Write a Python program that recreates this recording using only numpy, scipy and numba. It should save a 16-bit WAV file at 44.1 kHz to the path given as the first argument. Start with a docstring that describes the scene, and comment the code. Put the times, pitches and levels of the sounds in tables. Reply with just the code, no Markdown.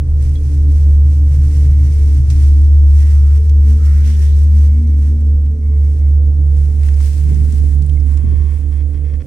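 """A deep hum throbs once a wheel turn, over a rumble of panels, inside a cable car cabin: the strands of the
rope running over the tower wheels shake it. Faint overtone lines sing above. Close to the phone's two microphone
ports jackets rustle, tick and whistle: filtered noise. The loose pane buzzes, knocked in step with the hum;
later the phone is held out of the window, where wind thumps, soft pushes of noise, on its left port."""
import sys
import numpy as np
from scipy import signal
from scipy.fft import dct
from scipy.io import wavfile
from scipy.ndimage import uniform_filter1d, minimum_filter1d
from numba import njit

SR = 44100
rng = np.random.default_rng(int(sys.argv[2]) if len(sys.argv) > 2 else 0)


def inscribe(sig):
    """Save sig as 16-bit PCM at rate SR to the path in sys.argv[1].

    A 1-D sig is mono; a 2-D sig holds one channel per row.
    Samples are clipped to [-1, 1] before scaling.
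    """
    pcm = np.round(np.clip(np.atleast_2d(sig).T, -1, 1) * 32767)
    wavfile.write(sys.argv[1], SR, pcm.astype(np.int16))


N = 408366
OPPOSITE = np.array([[1], [-1]])  # left and right in opposite sense


def undb(db):
    """Decibels to gain."""
    return 10 ** (np.asarray(db) / 20)


def unit(x):
    """Scaled to rms 1."""
    return x / np.sqrt(np.mean(x ** 2))


def curves(table):
    """The columns of a table, after its times, as sample-rate lines."""
    s, *columns = np.transpose(table)
    return [np.interp(np.arange(N) / SR, s, c) for c in columns]


def band(x, hz, width):
    """A fixed resonance."""
    return signal.lfilter(*signal.iirpeak(min(hz, .45 * SR), hz / width, SR), x)


def walk(rate):
    """Random levels held 1 / rate s and slewed twice; spread near 1."""
    hold = int(SR / rate)
    steps = np.repeat(rng.standard_normal(N // hold + 1), hold)
    return 1.3 * uniform_filter1d(uniform_filter1d(steps, hold), hold)[:N]


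def pan(x, db):
    """Left and right, db apart."""
    return x * undb(np.array([db, -db]) / 2)


def shaken(modes, apart, flicker_db):
    """Steep resonances driven by noise, each flickering alone; apart = share that differs between the ports."""
    out = 0
    for hz, width, db in modes:
        mid, side = (unit(band(band(rng.standard_normal(N), hz, width), hz, 1.41 * width)) for _ in range(2))
        out = out + undb(db + flicker_db * walk(3)) * (mid + apart * side * OPPOSITE)
    return unit(out)


# the rope hum in the cabin: time_s, level_db, throb_depth_db (gain of the side lines)
HUM = [(0, -11.5, -3), (.45, -13, -13.5), (.7, -7, -20), (1.0, -7, -14.5), (1.3, -8, -14), (2.2, -8.5, -9),
       (2.5, -6.5, -17), (2.8, -4, -18), (3.2, -7, -11), (3.7, -7, -10.5), (4.2, -8.5, -12.5),
       (4.6, -5.5, -17), (4.9, -10, -10.5), (5.35, -9, -14.5), (5.57, -14, -9), (5.8, -10, -8),
       (6.3, -8.5, -16.5), (7.0, -10.5, -11.5), (7.6, -11, -16), (8.35, -12, -13.5), (8.65, -15, -13),
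       (9.17, -17, -16), (9.21, -19.5, -18), (9.26, -46, -15)]
# side lines that the uneven wheel adds: wheel_turns away from the hum (rounded when played), share
WHEEL_LINES = [(-1, 1), (-1.5, 0.18), (-3, 0.069), (1, -0.39)]
# the phone turning its right port to the cabin: time_s, left_minus_right_db of the hum (other layers scale it)
TURN = [(0, -3), (4.5, -2), (6.0, -4.5), (7.2, -8), (8.1, -11), (9.26, -11)]
# the rope surges and slackens: the hum's pitch swings slowly about its mean
HUM_HZ, SURGE_HZ, SURGE_PERIOD_S, FASTEST_S = 72.83, .52, 4.9, .15
WHEEL_TURNS_PER_S, THROB_ANCHOR_S = 2.703, 0.439
# the throb drifts ahead and behind
WHEEL_LEAD_TURNS, WHEEL_LEADS_MOST_S, WHEEL_LEAD_PERIOD_S = 0.13, 5.3, 4.44


def hum():
    """One strand per cycle: a near sine with a rough skirt, throbbing with the wheel. Also gives the cycles."""
    t = np.arange(N) / SR
    db, throb_db = curves(HUM)
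    hz = HUM_HZ + SURGE_HZ * np.cos(2 * np.pi * (t - FASTEST_S) / SURGE_PERIOD_S)
    cycles = np.cumsum(hz + .3 * walk(14)) / SR
    lead = WHEEL_LEAD_TURNS * np.cos(2 * np.pi * (t - WHEEL_LEADS_MOST_S) / WHEEL_LEAD_PERIOD_S)
    wheel = 2 * np.pi * (WHEEL_TURNS_PER_S * (t - THROB_ANCHOR_S) + lead)
    skirt = unit(band(band(rng.standard_normal(N), 72, 19), 72, 19))
    lag = .07 * walk(1.3) * OPPOSITE  # radians: now one port leads, now the other
    strand = 2 * np.pi * cycles + lag
    sides = sum(share * np.sin(strand + round(turns) * wheel) for turns, share in WHEEL_LINES)
    tone = np.sqrt(2) * (np.sin(strand) - undb(throb_db) * sides) + undb(-20.5) * skirt
    return tone * pan(undb(db), curves(TURN)[0]), cycles


# levels of the cabin's parts: time_s, sway_db (below the hum), panels_db (just above the hum),
# upper_panels_db (before a fixed trim), roof_db
RUMBLE = [(0, -24, -28, -39.5, -52.5), (.9, -24, -28, -38.5, -46.5), (1.6, -23, -24, -39.5, -50.5),
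          (2.3, -23.5, -25, -39, -51.5), (2.7, -26, -34.5, -37.5, -53), (3.3, -26.5, -31.5, -36.5, -53.5),
          (4.0, -27, -35.5, -39, -53), (5.0, -29.5, -35, -35.5, -50.5), (5.5, -29, -38, -36.5, -52),
          (6.0, -27.5, -38, -35, -48), (6.7, -27.5, -39, -37.5, -51), (7.6, -29.5, -35, -38, -53.5),
          (9.26, -30.5, -41, -42, -48.5)]
# resonances of the swaying cabin: pitch_hz, width_hz, relative_level_db
SWAY = [(31.3, 37.3, -0.5), (40, 27, -5)]
# resonances of the panels just above the hum: pitch_hz, width_hz, relative_level_db
PANELS = [(88, 37, -4.5), (118.7, 12, -8), (128.8, 10, -1.5)]
# resonances of the upper panels: pitch_hz, width_hz, relative_level_db
UPPER_PANELS = [(183, 20, -4), (200, 30, -11), (258, 58, -2.5), (294.7, 33, -5.5), (362.5, 42, -10.5),
                (444.3, 45, -11.5)]
# resonances of the roof: pitch_hz, width_hz, relative_level_db
ROOF = [(491.5, 40, 2), (541, 57, -4), (585, 46, -7), (695, 62, -15.5), (775.5, 52, -12.5)]


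def rumble():
    """The cabin sways and its panels ring, as noise in resonances; it turns to the right port as the hum does."""
    sway_db, panel_db, upper_db, roof_db = curves(RUMBLE)
    turn_db, = curves(TURN)
    sway = undb(sway_db) * shaken(SWAY, apart=0.16, flicker_db=2.0)
    panels = undb(panel_db) * shaken(PANELS, apart=0.1, flicker_db=2.5)
    upper = undb(upper_db - 2.5) * shaken(UPPER_PANELS, apart=0.49, flicker_db=3.0)
    roof = undb(roof_db) * shaken(ROOF, apart=0.49, flicker_db=2.5)
    return pan(sway + panels, 1.4 * turn_db) + pan(upper + roof, 0.8 * turn_db)


# narrow lines above the hum, each louder for one spell:
# pitch_hz, width_hz, level_db (of the tone, outside the spell), spell_middle_s, spell_half_length_s, spell_gain_db
SINGING = [(144.44, 9, -38, 7.1, .8, 5), (225.2, 7, -51, 4.5, 1.2, 13.5), (291.2, 10, -50, 1.7, 2.1, 9),
           (364.4, 14, -58.5, .7, 0.42, 9), (437.5, 7, -56, 3.57, 0.27, 7.5)]


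def singing():
    """Narrow lines above the hum: a wavering tone in a little band of noise."""
    out, t = 0, np.arange(N) / SR
    for hz, width, db, middle, half, spell_db in SINGING:
        cycles = np.cumsum(hz + 0.2986 * width * walk(9)) / SR
        tone = np.sqrt(2) * np.sin(2 * np.pi * cycles) * undb(2.0 * walk(6))
        spell = np.exp(-((t - middle) / half) ** 4)
        level_db = db + spell_db * spell + 1.2 * walk(4) + 3.2 * walk(13)
        noise = shaken([(hz, width, 0)], apart=0.12, flicker_db=0.1)
        out = out + undb(level_db) * (tone + .45 * noise)
    return pan(out, 0.56 * curves(TURN)[0])


# jackets rubbing, one row a rub: loudest_s, rise_s, fall_s, hiss_db, swish_db
# (swish is the hollow sound of the sleeves; both levels are before the fixed gains in rustle)
RUBS = [(.23, 0.15, 0.6, -56, -58.5), (.54, 0.12, 0.06, -54, -57.5), (.72, 0.11, .3, -54.5, -57.5),
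        (.95, .1, 0.069, -57.5, -59), (1.13, .06, .1, -56, -61), (1.35, 0.44, .3, -59, -59.5),
        (1.54, .22, .25, -51, -54), (1.95, 0.68, 1, -53, -57), (2.31, 0.018, 0.17, -47.5, -50),
        (2.43, .08, 0.073, -53, -58), (3.03, 0.2, 0.38, -49.5, -51.5), (3.36, 0.087, 0.039, -52, -51),
        (3.69, 0.13, 0.12, -53.5, -53.5), (3.86, .15, 0.19, -50, -53), (4.1, 0.18, 0.32, -46.5, -49.5),
        (4.33, 0.17, .1, -51, -53), (4.64, 0.25, 0.15, -53, -54), (5.02, 0.19, 0.25, -56.5, -57),
        (5.92, 0.42, 0.37, -60, -61), (6.26, .08, 0.053, -63, -64), (6.62, .2, 0.43, -55.5, -56.5),
        (6.85, 0.066, 0.33, -53.5, -52.5), (7.06, 0.079, 0.18, -47.5, -53.5), (7.3, 0.22, 0.28, -58, -55.5),
        (7.56, 0.26, 0.2, -52.5, -54.5), (7.72, 0.15, .08, -57, -58), (8.1, 0.23, 0.42, -59.5, -58.5),
        (8.5, .3, 0.63, -63, -60), (9.0, .1, .3, -70.5, -61.5)]
RUB_SWELL_DB = 10  # fall over one rise or fall time
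STILL_HISS_DB, STILL_SWISH_DB = -67.5, -70  # between rubs, before the same gains


def rubbing():
    """Gain of the hiss and of the swish: each rub swells to its peak and dies away."""
    t, hiss, swish = np.arange(N) / SR, undb(STILL_HISS_DB), undb(STILL_SWISH_DB)
    for s, rise, fall, hiss_db, swish_db in RUBS:
        away = np.maximum((s - t) / max(rise, .005), (t - s) / max(fall, .005))
        shape = undb(-RUB_SWELL_DB * away)
        hiss = np.hypot(hiss, shape * undb(hiss_db))
        swish = np.hypot(swish, shape * undb(swish_db))
    return hiss, swish


def rustle():
    """Cloth on cloth: dense noise grains and a hollow band, unrelated at the ports but swelling together."""
    hiss_gain, swish_gain = rubbing()
    swell = undb(1.1 * walk(25) + 0.87 * walk(60))
    # some 300 grains a second, a few much stronger
    strength = undb(np.minimum(3.9 * rng.exponential(size=N), 14.5))
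    crackle = np.where(rng.random(N) < 300 / SR, strength, 0)
    grains = rng.standard_normal((2, N)) * (1 + 6.3 * uniform_filter1d(crackle, size=24))
    hiss = unit(signal.sosfilt(signal.butter(2, 2400., "high", fs=SR, output="sos"), grains))
    upper_hollow = band(band(grains, 2050, 2500), 2050, 3600)
    lower_hollow = band(band(grains, 980, 900), 980, 1500)
    swish = unit(upper_hollow + undb(-1.0) * lower_hollow)
    hiss = pan(hiss * hiss_gain * undb(10.0), .7 * curves(TURN)[0] + 3.1)
    return swell * (hiss + swish * swish_gain * undb(2.5))


# ticks of zips and seams: start_s, peak_db, centre_hz, width_hz, ring_s (60 dB fall of the noise), left_minus_right_db
TICKS = [(.1726, -45, 9050, 9000, 0.017, 0), (.2249, -41.5, 9000, 6000, 0.14, -16),
         (.3546, -42, 3350, 60, 0.06, -6), (0.355, -43, 4100, 503, .04, -11),
         (.385, -41, 7000, 9000, .02, -2), (2.3016, -23.5, 6000, 9000, 0.068, 1),
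         (2.616, -38.5, 9000, 8940, 0.018, -11), (3.4953, -32.5, 6020, 8900, 0.035, -3.5),
         (3.6701, -36, 7000, 6030, 0.022, 7), (4.055, -35, 5000, 8000, .02, 1),
         (4.389, -32.5, 7000, 9000, .02, -5), (4.4339, -37, 8500, 2500, .02, -2.5),
         (4.5875, -35, 6950, 8900, .02, -1), (4.874, -37.5, 9030, 9000, 0.022, -1.5),
         (5.269, -39, 8050, 9000, 0.015, -4), (5.394, -56, 3000, 4000, 0.025, 2),
         (5.4628, -46, 2500, 3020, 0.067, -4), (6.8338, -34, 2200, 5000, 0.018, -13),
         (6.8865, -32, 1900, 3000, 0.029, -7), (6.9417, -39, 5400, 1200, .02, -6),
         (7.006, -33, 1000, 1500, 0.023, -3), (7.046, -39, 2500, 6000, 0.023, -7),
         (7.3453, -30, 7100, 5000, 0.018, -3), (7.524, -26.5, 7300, 2970, 0.02, -5),
         (7.75, -32, 12500, 4000, .015, -5), (7.817, -46, 3800, 2000, .015, 0),
         (7.823, -31, 6960, 9000, 0.022, -4), (7.8641, -33.5, 11000, 6000, 0.014, -8),
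         (7.8953, -37.5, 5500, 4000, 0.017, -7), (7.8955, -41, 3030, 503, .03, -2),
         (7.969, -49, 2120, 108.5, 0.033, -6), (8.0008, -45.5, 5100, 900, 0.032, 0),
         (8.1732, -32.5, 5500, 8000, 0.042, -3)]


def ticks():
    """Each a sharp click with a short burst of noise behind it, ringing in its own band."""
    out, t = np.zeros((2, N)), np.arange(SR // 8) / SR
    for s, db, hz, width, ring, pan_db in TICKS:
        blow = rng.standard_normal((2, len(t))) * np.exp(-np.log(1000) * t / max(ring, .003))
        blow[:, 0] = 4.1  # the click
        burst = band(band(blow, hz, max(width, 50)), hz, np.clip(2.5 * width, 150, 12000))
        at = int(s * SR)
        out[:, at:at + len(t)] += burst / np.abs(burst).max() * undb([[db + pan_db / 2], [db - pan_db / 2]])
    return out


@njit
def svf(x, hz, width):
    """State-variable band-pass with a moving centre, gain 1 there."""
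    y, b, l = np.empty(len(x)), 0., 0.
    for i in range(len(x)):
        g, k = np.pi * hz[i] / SR, width / hz[i]
        g += g * g * g / 3  # near tan(g)
        v = (b + g * (x[i] - l)) / (1 + g * (g + k))
        b, l, y[i] = 2 * v - b, l + 2 * g * v, k * v
    return y


# folds of cloth that whistle as they slide: start_s, end_s, from_hz, to_hz, width_hz (of the first filter), level_db
FOLDS = [(1.399, 2.3, 2070, 2180, 400, -61.5), (2.297, 2.5, 2280, 2190, 480, -62),
         (2.99, 3.42, 1200, 1400, 200, -59), (2.95, 3.2, 1900, 2070, 352, -57),
         (3.72, 4.12, 1220, 1520, 240, -55), (4.22, 4.382, 3200, 4200, 900, -53.5),
         (3.749, 4.195, 1700, 2350, 450, -54.5), (4.0, 4.348, 1600, 1950, 250, -57),
         (3.997, 4.2, 3100, 3300, 900, -52.5)]


def folds():
    """Each fold is a gliding band of noise that swells and stops."""
    out = np.zeros((2, N))
    for start, end, from_hz, to_hz, width, db in FOLDS:
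        at, size = int(start * SR), int((end - start) * SR)
        hz = np.linspace(from_hz, to_hz, size)
        air = np.array([svf(svf(rng.standard_normal(size), hz, 1. * width), hz, 2. * width) for _ in range(2)])
        out[:, at:at + size] += unit(air) * signal.windows.tukey(size, .6) * undb(db)
    return out


# spells in which the loose pane buzzes, thin while heard from inside:
# start_s, end_s, level_db (of the ring before its band is cut out), bottom_hz, top_hz
BUZZ = [(4.64, 4.8, -54, 2090, 2360), (4.846, 4.945, -54, 2080, 2350), (5.612, 5.78, -56.5, 1900, 2320),
        (5.622, 5.762, -62, 950, 1250), (5.808, 5.917, -59, 2060, 2310), (5.998, 6.093, -56.5, 1900, 2380),
        (8.08, 8.146, -56, 798, 2400), (8.163, 8.249, -55.5, 800, 3500), (8.25, 8.417, -54.5, 800, 7060),
        (8.411, 8.573, -55, 800, 7000), (8.622, 8.655, -58, 1240, 4000), (8.709, 8.828, -55.5, 1230, 6000),
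        (8.927, 8.98, -55.5, 1250, 7000), (9.036, 9.155, -54.5, 1230, 7000),
        (9.192, 9.219, -50.5, 1240, 7000)]
# modes of the pane: pitch_hz, width_hz (before the filters widen it), relative_level_db, left_minus_right_db
PANE = [(1000, 150, 4.5, 5), (1121, 46, 5, 12.5), (1430, 82, -2.5, 8), (1794, 48, 1, 17),
        (1832, 110, -2, 3), (2070, 120, -2.5, 1), (2202, 70, 1, 6), (2350, 120, -8, 3), (2533, 79, 2.5, 7),
        (2570, 78, 1, 8.5), (2850, 160, -8, 3.5), (3200, 70, -4.5, -3), (3370, 81, -2.5, -2.5),
        (3860, 67, -12.5, 0), (4230, 130, -9, 0.5), (4800, 200, -8, 4.5), (5470, 120, -9.5, 5),
        (5740, 120, -9, 4.5)]


def buzz(cycles):
    """The pane chatters on its frame once a cycle of the hum, a knock and three fading bounces, and rings."""
    knocks = 0.025 * rng.standard_normal(N)
    at = np.flatnonzero(np.diff(np.floor(4 * cycles)))
    late, strong = rng.standard_normal((2, len(at)))
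    strength_db = 2.5 * strong - 4 * (np.arange(len(at)) % 4)  # each bounce 4 dB weaker
    jittered = at + (.001 * SR * late).astype(int)
    knocks[np.clip(jittered, 0, N - 1)] += undb(strength_db)
    ring = np.zeros((2, N))
    for k, (hz, width, db, pan_db) in enumerate(PANE):
        mode = unit(band(band(knocks, hz, 1.3 * width), hz, 4.7 * width))
        # neighbouring modes swing in opposite sense, which fills the gaps between them
        ring += np.outer(undb([db + pan_db / 2, db - pan_db / 2]) * (-1) ** k, mode)
    ring = unit(ring)
    out = np.zeros((2, N))
    for start, end, db, low_hz, top_hz in BUZZ:
        span = slice(int(start * SR), int(end * SR) + 400)
        part = signal.sosfilt(signal.butter(3, [low_hz, top_hz], "band", fs=SR, output="sos"), ring[:, span])
        out[:, span] += part * signal.windows.tukey(part.shape[1], 800 / part.shape[1]) * undb(db)
    return out


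# eddies of wind on the left port: time_s (near the peak), peak_db (before a fixed 4 dB gain),
# pitch_hz (sets the filters), ring_s
THUMPS = [(7.25, -21, 120, .1), (7.29, -16.5, 150, .1), (7.326, -17, 218, .07), (7.365, -19, 194, .1),
          (7.40, -17, 150, .1), (7.431, -19.5, 190, .08), (7.48, -18, 150, .08), (7.538, -18, 169, .07),
          (7.609, -15, 139, .1), (7.645, -18, 218, .07), (7.68, -21, 150, .08), (7.721, -26, 199, .06),
          (7.819, -22.5, 179, .07), (8.249, -16, 129, .08), (8.288, -18.5, 193, .08),
          (8.328, -17, 200, .08), (8.359, -20.5, 150, .08), (8.41, -21, 170, .08), (8.45, -25, 202, .07),
          (8.969, -29, 170, .07), (9.138, -22, 140, .07)]


def wind():
    """Each eddy is a soft, dull push of noise, nearly all of it on the left port."""
    out, t = np.zeros(N), np.arange(SR // 5) / SR
    for s, db, hz, ring in THUMPS:
        push = rng.standard_normal(len(t)) * t * np.exp(-np.log(1000) * t / ring)
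        push = band(push, 0.53 * hz, 2.1 * hz)
        push = signal.sosfilt(signal.butter(3, 1.08 * hz, fs=SR, output="sos"), push)
        at = int(s * SR) - int(.2 * ring * SR)
        out[at:at + len(t)] += (push / np.abs(push).max() * undb(db + 4.0))[:N - at]
    return np.outer([1, .08], out)


def scene():
    """Everything at the two ports."""
    tone, cycles = hum()
    cabin = tone + rumble() + singing()
    cloth = rustle() + ticks() + folds()
    return cabin + cloth + buzz(cycles) + wind()


# colour of the left microphone port: pitch_hz, gain_db
LEFT_PORT = [(700, 1), (1500, 3.5), (3000, 1), (4700, 1.5), (5900, 6.5), (7000, -4.5), (8500, -14.5),
             (11000, -17), (16000, -17)]
# colour of the right microphone port: pitch_hz, gain_db
RIGHT_PORT = [(700, -1.5), (1300, 5.5), (2000, 6.5), (3000, 4), (6500, 0), (8700, 5), (10000, -0.5),
              (11500, -6.5), (16000, -8.5)]
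CEILING, TOP_HZ = .88, 15680  # limiter level (full scale 1), upper edge of the phone's band


def record(dry):
    """Each port has its own treble resonance; a limiter holds the loudest swells; the phone cuts the top."""
    log_hz = np.log((np.arange(N) + 1) * SR / 2 / N)
    ports = []
    for port in (LEFT_PORT, RIGHT_PORT):
        hz, db = np.transpose(port)
        ports.append(undb(np.interp(log_hz, np.log(hz), db)))
    heard = dct(dct(dry, type=2, norm="ortho") * np.array(ports), type=3, norm="ortho")
    room_left = np.minimum(1, CEILING / (np.abs(heard).max(axis=0) + 1e-9))
    heard = heard * uniform_filter1d(minimum_filter1d(room_left, size=1400), size=1400)
    return signal.sosfilt(signal.ellip(10, .2, 45, TOP_HZ, fs=SR, output="sos"), heard)


dry = scene()
out = record(dry)
inscribe(out)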